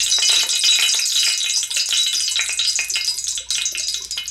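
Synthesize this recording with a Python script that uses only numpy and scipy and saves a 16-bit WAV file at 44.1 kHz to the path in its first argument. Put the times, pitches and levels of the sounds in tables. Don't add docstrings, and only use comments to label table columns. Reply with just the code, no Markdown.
import sys
import numpy as np
from scipy import signal
from scipy.io import wavfile
from scipy.ndimage import uniform_filter1d

SR = 44100
rng = np.random.default_rng(int(sys.argv[2]) if len(sys.argv) > 2 else 0)


def amp(db):
    return 10 ** (np.asarray(db, float) / 20)


def write(x):
    x = np.atleast_2d(x).T
    wavfile.write(sys.argv[1], SR, np.round(np.clip(x, -1, 1) * 32767).astype(np.int16))


N = 189630

# t/s, peak level/dB, f/Hz, blow on the iron/dB
LARGE = [(0.0784, -11.5, 3040, 2.5), (0.2213, -5.5, 3100, 4.5), (0.2927, -1.5, 3150, 5),
         (0.394, -8, 2490, -6.5), (0.4066, -6, 3020, -1.5), (0.5276, -14.5, 3180, 12.5),
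         (0.637, 0.5, 3090, 2), (0.7212, -6.5, 2900, 2), (0.7864, 0, 2340, -3.5), (0.824, 5.5, 2970, -2),
         (0.9914, -8, 2470, -8), (1.1757, -7, 3000, -1), (1.23, -1, 2920, -3.5), (1.265, -2.5, 2360, -31),
         (1.2996, -9.5, 2810, 5), (1.459, -10.5, 2780, 6.5), (1.7679, -3, 2770, -7.5),
         (1.925, 2, 3000, -4.5), (2.0626, -8.5, 3010, 1.5), (2.204, -10.5, 3100, -3),
         (2.2778, -9, 3090, 3.5), (2.3683, -6, 3080, -13), (2.3929, 0, 2280, -44),
         (2.4932, -7.5, 2470, -3.5), (2.613, -12.5, 2760, -9), (2.7893, -5.5, 2436, -4.5),
         (2.9558, -2, 2750, 1), (3.581, -4.5, 2820, -2.5), (3.7497, -8, 2760, 0), (4.1757, -6, 3065, 2)]
# t/s, peak level/dB, f/Hz
MIDDLE = [(0.0623, -6, 3580), (0.1227, -3.5, 4030), (0.2867, -2.5, 3670), (0.3007, 2.5, 3830),
          (0.36, -1, 3620), (0.491, -6.5, 3620), (0.6346, -7.5, 3530), (0.6812, 4.5, 3690),
          (0.754, -4.5, 3740), (0.9366, -2, 3600), (1.1215, -9, 3580), (1.1549, -2.5, 3660),
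          (1.4421, -11, 3360), (1.629, -10, 3200), (1.712, -10, 3450), (1.7609, -9.5, 4050),
          (1.9083, -9.5, 3720), (1.9792, -5, 3690), (2.0652, -5.5, 3770), (2.1307, -4, 3410),
          (2.3568, -5, 3720), (2.591, -3.5, 3560), (2.649, -9, 4560), (3.2695, -16, 3550),
          (3.376, -10, 3340), (3.5048, -3.5, 4180), (3.553, -10.5, 3240), (3.6193, -9, 3684),
          (3.9429, -9, 3640)]
# t/s, peak level/dB, f/Hz
LESSER = [(0.1002, -14, 4430), (0.2224, -14, 4740), (0.2718, -13.5, 4500), (0.2763, -6.5, 4800),
          (0.609, -10, 5150), (0.6444, -7.5, 4860), (0.8904, -0.5, 5440), (1.0186, -12, 4800),
          (1.0879, -22, 5160), (1.1348, -13, 5200), (1.2496, -7, 5230), (1.2845, -7, 5200),
          (1.3279, -10, 4300), (1.5369, -11, 5150), (1.705, -11.5, 4660), (1.8002, -3, 4530),
          (2.2333, -12.5, 5000), (2.2782, -6.5, 4550), (2.5052, -11, 5570), (2.6738, -2, 4630),
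          (2.7716, -16.5, 4550), (2.9377, -9.5, 4730), (2.9437, -18, 4640), (3.0101, -10, 4660),
          (3.0764, -4.5, 4740), (3.1772, -13, 4560), (3.7963, -13, 4500), (3.8312, -12, 4790),
          (3.8826, -7, 4460), (4.1198, -12, 4930)]
# t/s, peak level/dB, f/Hz
SMALL = [(0.1128, -3, 5840), (0.1905, -10.5, 5770), (0.2182, -15, 6160), (0.2513, -2.5, 6170),
         (0.392, -14.5, 5940), (0.4927, -7.5, 5850), (0.6649, -6, 5850), (0.7091, -11.5, 6500),
         (0.9881, -9, 6100), (1.1903, -7.5, 5300), (1.2425, -13, 6040), (1.3763, -9, 6000),
         (1.5604, -2, 5700), (1.7753, -13.5, 5730), (1.8866, -15.5, 5700), (1.94, -8.5, 5300),
         (2.0152, -12.5, 5700), (2.1489, -12, 6100), (2.1959, -9.5, 5940), (2.409, -8.5, 6450),
         (2.6968, -9, 5840), (2.9016, -10.5, 6220), (3.046, -11, 5850), (3.2817, -6, 5680),
         (3.5038, -11, 6140), (3.5473, -8, 5840), (3.7105, -18.5, 5900), (3.7815, -14.5, 5530),
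         (3.7968, -11, 6330), (4.022, -19, 6160)]
# t/s, peak level/dB, f/Hz
TINY = [(0.0393, -15, 7600), (0.248, -15.5, 6900), (0.3557, -10, 6330), (0.5556, -11, 6530),
        (0.8607, -13, 6960), (1.055, -11, 7000), (1.15, -12.5, 6430), (1.4957, -11.5, 6450),
        (1.7418, -16, 7600), (1.858, -14.5, 6600), (1.9725, -10.5, 6360), (2.0337, -12.5, 6700),
        (2.3122, -11, 7300), (2.4789, -14.5, 7500), (2.574, -16, 7670), (2.6745, -15.5, 9000),
        (2.7549, -5, 6630), (3.1034, -19.5, 7800), (3.1847, -13, 7060), (3.241, -12.5, 6500),
        (3.3075, -11, 7000), (3.3514, -12.5, 7160), (3.488, -25, 6100), (3.6547, -5, 6220),
        (3.871, -15.5, 6500), (3.922, -20, 9400), (3.9415, -14.5, 6360), (4.1087, -14, 6930),
        (4.278, -12.5, 6500)]
# t/s, peak level/dB, f/Hz
FURTHER = [(0.6405, -14, 6800), (0.819, -18.5, 8340), (0.821, -8.5, 3920), (0.823, -15.5, 5430),
           (1.0972, -13.5, 4140), (1.4038, -11.5, 3830), (1.4148, -10, 3620), (1.4284, -21.5, 6450),
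           (1.4971, -9.5, 3730), (1.6292, -16, 6200), (1.7943, -14, 3700), (1.816, -18, 6800),
           (2.6503, -12.5, 3020), (2.965, -10.5, 2800), (3.178, -20, 6500), (3.928, -16.5, 4640),
           (4.165, -23.5, 6600)]
# t/s, peak level/dB, f/Hz
OPENING = [
    (.001, -17.5, 6400),
    (.002, -9, 3720),
    (.002, -12.5, 6670),
    (.003, -14.5, 2730),
]
# f/Hz, level/dB
IRON = [(1437, -57), (1723, -56), (2132, -41), (2503, -39), (2680, -49), (2900, -49), (2982, -37),
        (3350, -51), (3892, -31), (3973, -41), (4393, -45), (4942, -34.5), (5044, -49), (5480, -48),
        (5771, -46), (5981, -41), (6045, -39), (6115, -42), (6298, -43), (6428, -45), (6498, -43),
        (6756, -40), (7009, -48), (7348, -49), (7553, -50), (7698, -46), (7779, -47), (7903, -46),
        (8253, -49), (8436, -49), (8877, -56), (9249, -58), (10500, -60), (11768, -62)]


def rms_one(x):
    return x / np.sqrt(np.mean(x ** 2) + 1e-20)


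def in_time(rows):
    s, *columns = np.transpose(rows)
    return [np.interp(np.arange(N) / SR, s, c) for c in columns]


def at_hz(points, hz):
    f, value = np.array(points).T[:2]
    return np.interp(np.log(hz), np.log(f), value)


def ring(clicks, hz, t60):
    r, w = amp(-60 / (t60 * SR)), 2 * np.pi * hz / SR
    return signal.lfilter([0, np.sin(w)], [1, -2 * r * np.cos(w), r * r], clicks + 1e-18)


def clicks_at(seconds, sizes):
    return np.bincount(np.clip((seconds * SR).astype(int), 0, N - 1), sizes, N)


def band_pass(x, low_hz, high_hz):
    return signal.sosfilt(signal.butter(2, [low_hz, high_hz], "band", fs=SR, output="sos"), x)


def ticks(rows, low_hz, high_hz, level_db):
    s, db = np.transpose(rows)
    return band_pass(clicks_at(s, amp(db + level_db)) + 1e-18, low_hz, high_hz)


def coloured(x, spectrum):
    edges = 24 * 2 ** np.arange(0, 9.6, .5)
    return sum(amp(at_hz(spectrum, np.sqrt(low * high))) * band_pass(x, low, high)
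               for low, high in zip(edges, edges[1:]))


def echo(x, t60, onset_s):
    t = np.arange(SR // 2) / SR
    white = rng.standard_normal(len(t))
    edges = 200 * 2 ** np.arange(0, 6.6, .5)
    tail = 0
    for low, high in zip(edges, edges[1:]):
        tail = tail + band_pass(white, low, high) * amp(-60 * t / at_hz(t60, np.sqrt(low * high)))
    tail = tail * (1 - np.exp(-t / onset_s))
    return signal.fftconvolve(x, tail / np.sqrt(np.sum(tail ** 2)))[:N]


def bubbles(rows, cycles, rise, swell_s):
    out = np.zeros(N + SR)
    for (s, db, hz), turns in zip(rows, cycles):
        t = np.arange(int(min(turns / hz, .5) * SR) + 2) / SR
        life = t * hz / turns
        shape = amp(db - 60 * life) * (1 - np.exp(-t / swell_s)) ** 2
        at = int(s * SR)
        out[at:at + len(t)] += shape * np.sin(2 * np.pi * hz * t * (1 + rise * life))
    return out[:N]


def room_tone():
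    # f/Hz, rms level/dB
    motor = [
        (59.2, -60.5),
        (156.1, -73),
    ]
    # f/Hz, level/dB
    kitchen = [(25, -17), (60, -11), (200, -21.5), (600, -38), (1500, -27), (4000, -17), (16000, -54)]
    # t/s, level/dB
    gain = [(0, -54), (.6, -73), (1.2, -69.5), (2.0, -62.5), (4.3, -59.5)]
    t = np.arange(N) / SR
    flutter = rms_one(signal.lfilter([1], [1, -1.99, .990025], rng.standard_normal(N)))
    hum = sum(amp(db - motor[0][1]) * np.sin(2 * np.pi * hz * t) for hz, db in motor)
    hum = hum * (1 + .2 * flutter)
    hiss = rms_one(coloured(rng.standard_normal(N), kitchen))
    return amp(in_time(gain)[0]) * (amp(8.0) * hum + amp(12.5) * hiss)


def simmer():
    # t/s, peak level/dB, f/Hz
    slow = np.array([(0.176, -54, 475), (0.291, -37, 1115), (0.43, -34, 866), (0.455, -30.5, 493),
                     (0.525, -35, 465), (1.461, -37, 890), (1.565, -35, 926), (1.697, -34.5, 917),
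                     (1.756, -32, 555), (2.147, -42, 354), (2.312, -33, 987), (2.911, -41, 354),
                     (3.107, -39.5, 936), (3.146, -40, 368), (3.321, -40, 980), (3.372, -35.5, 592),
                     (3.399, -32.5, 500), (3.457, -36, 923), (3.605, -38, 980), (3.712, -37, 335),
                     (3.717, -36, 585), (3.754, -41, 334), (3.793, -37, 598), (3.96, -40, 389),
                     (4.0, -38, 361), (4.003, -35, 994), (4.045, -37, 370), (4.166, -32, 985)])
    # t/s, level/dB
    froth_level = [(0, -49), (.4, -44), (1.2, -57), (2.5, -63), (4.3, -62)]
    chance = rng.random((260, 3))
    when = chance[:, 0] * N / SR
    froth_db = np.interp(when, *np.transpose(froth_level)) + 9 * chance[:, 1]
    small = np.transpose([when, froth_db, 300 * 3.35 ** chance[:, 2]])
    froth = bubbles(small, small[:, 2] * 0.06, rise=0.36, swell_s=0.00042)
    wobble = rms_one(signal.lfilter([1], [1, -1.98, .9801], rng.standard_normal(N)))
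    big = bubbles(slow, slow[:, 2] * 0.098, rise=0.138, swell_s=0.0043)
    return big * (1 + 0.55 * wobble) + froth


def thumps():
    # t/s, peak level/dB
    thrown = [(0.225, -31), (0.182, -15.5), (0.293, -13.5), (0.324, -12), (0.43, -17), (0.53, -30),
              (0.639, -26), (0.719, -23), (0.785, -16.5), (0.824, -19.5), (0.943, -20), (1.277, -23),
              (1.441, -32), (1.566, -32.5), (1.886, -26), (1.924, -25.5), (2.129, -31.5), (2.389, -21),
              (2.489, -23.5), (2.593, -30), (2.788, -21), (2.965, -26), (3.076, -31.5), (3.578, -31),
              (4.169, -30)]
    # f/Hz, T60/s
    slosh_t60 = [(300, 0.015), (1300, 0.12)]
    thud = ticks(np.add(thrown, [.003, 0]), 425, 2900, 24.2)
    splash = ticks([row[:2] for row in LARGE + MIDDLE], 61, 1140, -8.0)
    return thud + splash + amp(-0.5) * echo(thud, slosh_t60, onset_s=0.0013)


def spits():
    # t/s, peak level/dB
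    spat = [(0.0997, -12), (0.3197, 11.5), (0.3611, 0), (0.4903, 2.5), (1.242, -23), (1.3758, 2.5),
            (1.5354, -15), (1.7495, -6), (1.8899, 5), (2.1288, 3), (2.1954, -14), (2.3116, -8),
            (2.4603, -16), (2.5257, -11), (2.7313, -5), (2.8452, -6), (2.884, -17), (3.0693, 4),
            (3.1423, -9), (3.243, -18), (3.5064, -1), (3.6174, -8), (3.7223, -23), (3.7744, -10),
            (4.0477, -5.5), (4.11, -3), (4.1954, -23)]
    return ticks(spat, 4050, 9500, 9)


def mist(drops):
    # t/s, peak level/dB
    finest = [(0.0782, -24), (0.1246, -26), (0.1645, -19), (0.2728, -16), (0.3197, -23), (0.3611, -18),
              (0.4055, -14), (0.4663, -12), (0.5516, -20), (0.5746, -12), (0.6684, -22), (0.6814, -16),
              (0.8215, -13), (0.8594, -28.5), (1.2261, -15), (1.2431, -27), (1.3274, -20), (1.3758, -30),
              (1.493, -22), (1.5349, -33), (1.7045, -26), (1.8582, -32), (1.8886, -14), (2.1301, -14),
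              (2.1405, -18), (2.3326, -24), (2.4084, -29), (2.4608, -20), (2.5257, -27), (2.5551, -22),
              (2.6369, -35), (2.6733, -26), (2.8449, -16), (2.8833, -13.5), (3.045, -15), (3.1418, -20),
              (3.243, -24), (3.3523, -29), (3.488, -48), (3.5044, -19), (3.5463, -27), (3.6187, -20),
              (3.7209, -30), (3.7214, -28), (3.7738, -35), (3.9414, -29), (4.1081, -33), (4.1749, -20),
              (4.198, -25), (4.2682, -23)]
    # f/Hz, T60/s
    mist_t60 = [(8000, .04), (15000, .045)]
    spray = ticks(drops[1::3, :2], 9000, 16500, 3.0) + ticks(finest, 8000, 12300, 14.7)
    return amp(-3) * spray + echo(spray, mist_t60, onset_s=.0005)


def droplets(count):
    # t/s, level/dB
    course = [(0, -24.5), (.9, -24.5), (2.0, -28.5), (3.0, -32), (4.3, -32)]
    # f/Hz, level/dB
    colour = [(2000, 13), (4000, 12.8), (6500, 9.3), (9000, 10.7), (12000, 6.9)]
    parents = OPENING + [row[:3] for row in LARGE] + MIDDLE + LESSER + SMALL + TINY + FURTHER
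    s, db, pitch = np.transpose(parents)
    chance = rng.random((count, 4))
    share = np.cumsum(np.sqrt(amp(db)))
    parent = np.searchsorted(share / share[-1], chance[:, 0])
    when = s[parent] - .022 * np.log(1 - chance[:, 1])
    lowest = np.maximum(.8 * pitch[parent], 4400)
    hz = lowest * (12600 / lowest) ** chance[:, 2] ** 1.45
    size_db = np.interp(when, *np.transpose(course)) + at_hz(colour, hz)
    size_db = size_db - 1.27 * np.log(1 - .9 * chance[:, 3])
    return np.transpose([np.minimum(when, N / SR), size_db, hz])


def iron(rows, reach, spread_db):
    # f/Hz, level/dB
    drive = [(1400, 13), (2200, 7), (3000, -5.5), (4500, 3), (6300, 5.5), (9000, 20.5)]
    s, db, pitch = np.transpose(rows)
    place = rng.normal(0, 1, (len(s), len(IRON)))
    out = []
    for (hz, mode_db), luck in zip(IRON, place.T):
        near = 1 / np.hypot(1, (hz / pitch - pitch / hz) / reach)
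        near = near * np.minimum(pitch / hz, 1) ** 1.8 * np.minimum(hz / pitch, 1) ** 0.37
        blow_db = db + mode_db + at_hz(drive, hz) + spread_db * np.abs(luck)
        out.append(clicks_at(s, near * np.sign(luck) * amp(blow_db)))
    return np.array(out)


def skillet(strikes):
    # f/Hz, T60/s
    iron_t60 = [(1400, 0.28), (2500, 0.32), (5000, 0.16), (6500, 0.13), (8500, 0.062), (12000, 0.17)]
    swell_share, swell_t60_s = 0.56, 0.017
    return sum(ring(row, hz, at_hz(iron_t60, hz)) - swell_share * ring(row, hz, swell_t60_s)
               for row, (hz, _) in zip(strikes, IRON))


def bursts(rows, own_db, iron_db, cycles):
    rows = np.array(rows)
    own = bubbles(rows[:, :3], [cycles] * len(rows), rise=.1, swell_s=.00013)
    blows = rows[:, :3] + np.outer(rows[:, 3:].sum(axis=1), [0, 1, 0])
    return np.vstack([amp(own_db) * own, amp(iron_db) * iron(blows, reach=0.07, spread_db=3.0)])


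def all_bursts(drops):
    # t/s, peak level/dB, f/Hz
    between = [(0.0782, -25, 5680), (0.0786, -11, 7000), (0.2469, -8, 7100), (0.3213, -1, 2840),
               (0.3942, -12, 6400), (0.4055, -26, 3530), (0.4247, -10.5, 6300), (0.5154, -7, 5500),
               (0.5582, -1.5, 3750), (0.6721, -18, 3700), (0.7077, -10, 6800), (0.7215, -11, 2600),
               (0.7247, -11, 6260), (0.7389, -3, 7070), (0.7813, -31, 3870), (0.8586, -26, 2840),
               (0.9228, 0, 6500), (0.9718, -4, 5700), (1.0734, -4.5, 6660), (1.0883, -8, 5700),
               (1.1115, -12, 6760), (1.1485, -12, 6940), (1.1667, -1, 4020), (1.1928, -25, 3960),
               (1.1982, -13, 5000), (1.2149, -30, 4070), (1.2838, 1, 4700), (1.3364, -5.5, 4740),
               (1.4282, -8, 6950), (1.4613, -10.5, 2820), (1.4925, -25, 6290), (1.5073, -6, 6400),
               (1.5799, -22, 5930), (1.5864, -4, 5850), (1.6107, -6.5, 7100), (1.7954, -3, 4840),
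               (1.8585, -15, 6800), (1.8792, -13, 4930), (1.9021, -6, 6870), (1.9645, -6, 3570),
               (1.9801, -9, 3970), (1.9852, -9, 5900), (2.0283, -9, 4810), (2.0414, -21, 6600),
               (2.1444, -6, 5600), (2.2221, -11, 6150), (2.2613, -8, 6100), (2.3349, -14, 6070),
               (2.4608, -13, 3780), (2.4869, -10, 5800), (2.5932, -4, 3880), (2.6506, -19, 3120),
               (2.6658, -9, 4430), (2.6988, -31, 3860), (2.808, -10.5, 6170), (2.9049, -13, 6100),
               (2.968, -33, 2880), (3.5394, -14, 6000), (3.5496, -29, 5900), (3.6131, -9.5, 3440)]
    # t/s, peak level/dB, f/Hz
    sparks = [(0.0488, -15, 9350), (0.0996, -13, 9400), (0.3169, 0.5, 8100), (0.4864, -11.5, 9300),
              (0.5034, -8.5, 7850), (0.5923, -5, 8650), (0.6816, -20, 11900), (0.7088, -11, 8400),
              (0.8227, -23, 9900), (0.8601, -34, 7800), (0.8895, -11, 8100), (0.9443, -7, 9500),
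              (1.0593, -8.5, 8100), (1.1482, -17, 8150), (1.2537, -11, 8440), (1.2875, -9, 7640),
              (1.3208, -12.5, 8100), (1.4725, -17, 9500), (1.5059, -29, 12000), (1.5218, -13, 7800),
              (1.5353, -18, 10400), (1.5726, -12.5, 8100), (1.5737, -16, 10400), (1.6292, -17.5, 7800),
              (1.762, -13, 8700), (1.8106, -22, 8850), (1.8168, -20, 7660), (1.9757, -8.5, 8540),
              (2.1368, -14, 8900), (2.1731, -14, 10400), (2.2047, -8.5, 8700), (2.2275, -14, 9400),
              (2.3233, -12.5, 8500), (2.4597, -11.5, 8800), (2.5254, -7.5, 8540), (2.6963, -16, 6800),
              (2.8142, -13.5, 8700), (2.8447, -25, 12900), (2.8447, -21, 9900), (2.8447, -21, 8450),
              (2.8969, -11, 7300), (2.9535, -16, 7750), (2.9586, -14, 7200), (3.0765, -13, 9400),
              (3.0928, -10.5, 8500), (3.1414, -21, 12230), (3.1578, -17, 11300), (3.1694, -11, 9670),
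              (3.1882, -15, 8000), (3.2452, -17, 7900), (3.2826, -8.5, 8700), (3.5046, -10.5, 8500),
              (3.5286, -12, 8500), (3.5648, -14, 8700), (3.5794, -19, 7500), (3.6189, -15, 8400),
              (3.7212, -14, 12000), (3.7742, -14, 8500), (3.887, -16, 8400), (3.8983, -18, 10400)]
    struck = bursts(LARGE, 1.0, 24.22, 22)
    struck = struck + bursts(MIDDLE + LESSER + FURTHER, 4.35, 22.26, 25.2)
    struck = struck + bursts(SMALL + TINY + OPENING, 11.7, 20.96, 19)
    struck = struck + bursts(between, 8.1, 16.2, 13.0)
    struck = struck + bursts(sparks, 8.2, 17.8, 21.6)
    return struck + bursts(drops, 11.5, 19.5, 16.5)


def pan():
    # f/Hz, T60/s
    hollow_t60 = [(1500, 0.18), (2400, 0.012), (4000, 0.066), (9000, 0.041), (15000, 0.033)]
    drops = droplets(count=450)
    struck = all_bursts(drops)
    knock = ticks([row[:2] for row in LARGE + MIDDLE], 1385, 2030, 4.8)
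    steam = struck[0] + spits() + mist(drops) + knock
    sound = steam + amp(-6) * echo(steam, hollow_t60, onset_s=0.00078) + amp(2.0) * skillet(struck[1:])
    return signal.sosfilt(signal.butter(8, 1250, "high", fs=SR, output="sos"), sound)


def scene():
    # f/Hz, T60/s
    room_t60 = [(500, 0.38), (1300, 0.38), (3000, 0.32), (8000, 0.23), (15000, 0.18)]
    near = pan() + thumps() + amp(-2) * simmer()
    near = np.roll(near, 30)
    return (near + amp(-5.5) * echo(near, room_t60, onset_s=0.00026) + room_tone())[None]


def band_limit(x):
    return signal.sosfilt(signal.butter(12, 16320, fs=SR, output="sos"), x)


def record(dry):
    # from t/s, to t/s, below f/Hz
    dropout = (.605, .634, 2000)
    x = signal.sosfilt(signal.butter(1, 11000, fs=SR, output="sos"), dry)
    over_db = np.maximum(20 * np.log10(np.abs(x) / .42 + 1e-9), 0)
    t = np.arange(N) / SR
    fall_db = 900 * t
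    held_db = np.maximum.accumulate(over_db + fall_db, axis=1) - fall_db
    x = x * amp(-.75 * uniform_filter1d(np.roll(held_db, -4), size=9))
    from_s, to_s, below_hz = dropout
    bass = signal.sosfiltfilt(signal.butter(4, below_hz, fs=SR, output="sos"), x)
    x = x - bass * uniform_filter1d(1. * (t > from_s) * (t < to_s), size=200)
    top_cut = signal.ellip(10, .5, 70, 15850, fs=SR, output="sos")
    return band_limit(signal.sosfilt(top_cut, x))


dry = scene()
out = record(dry)
write(out)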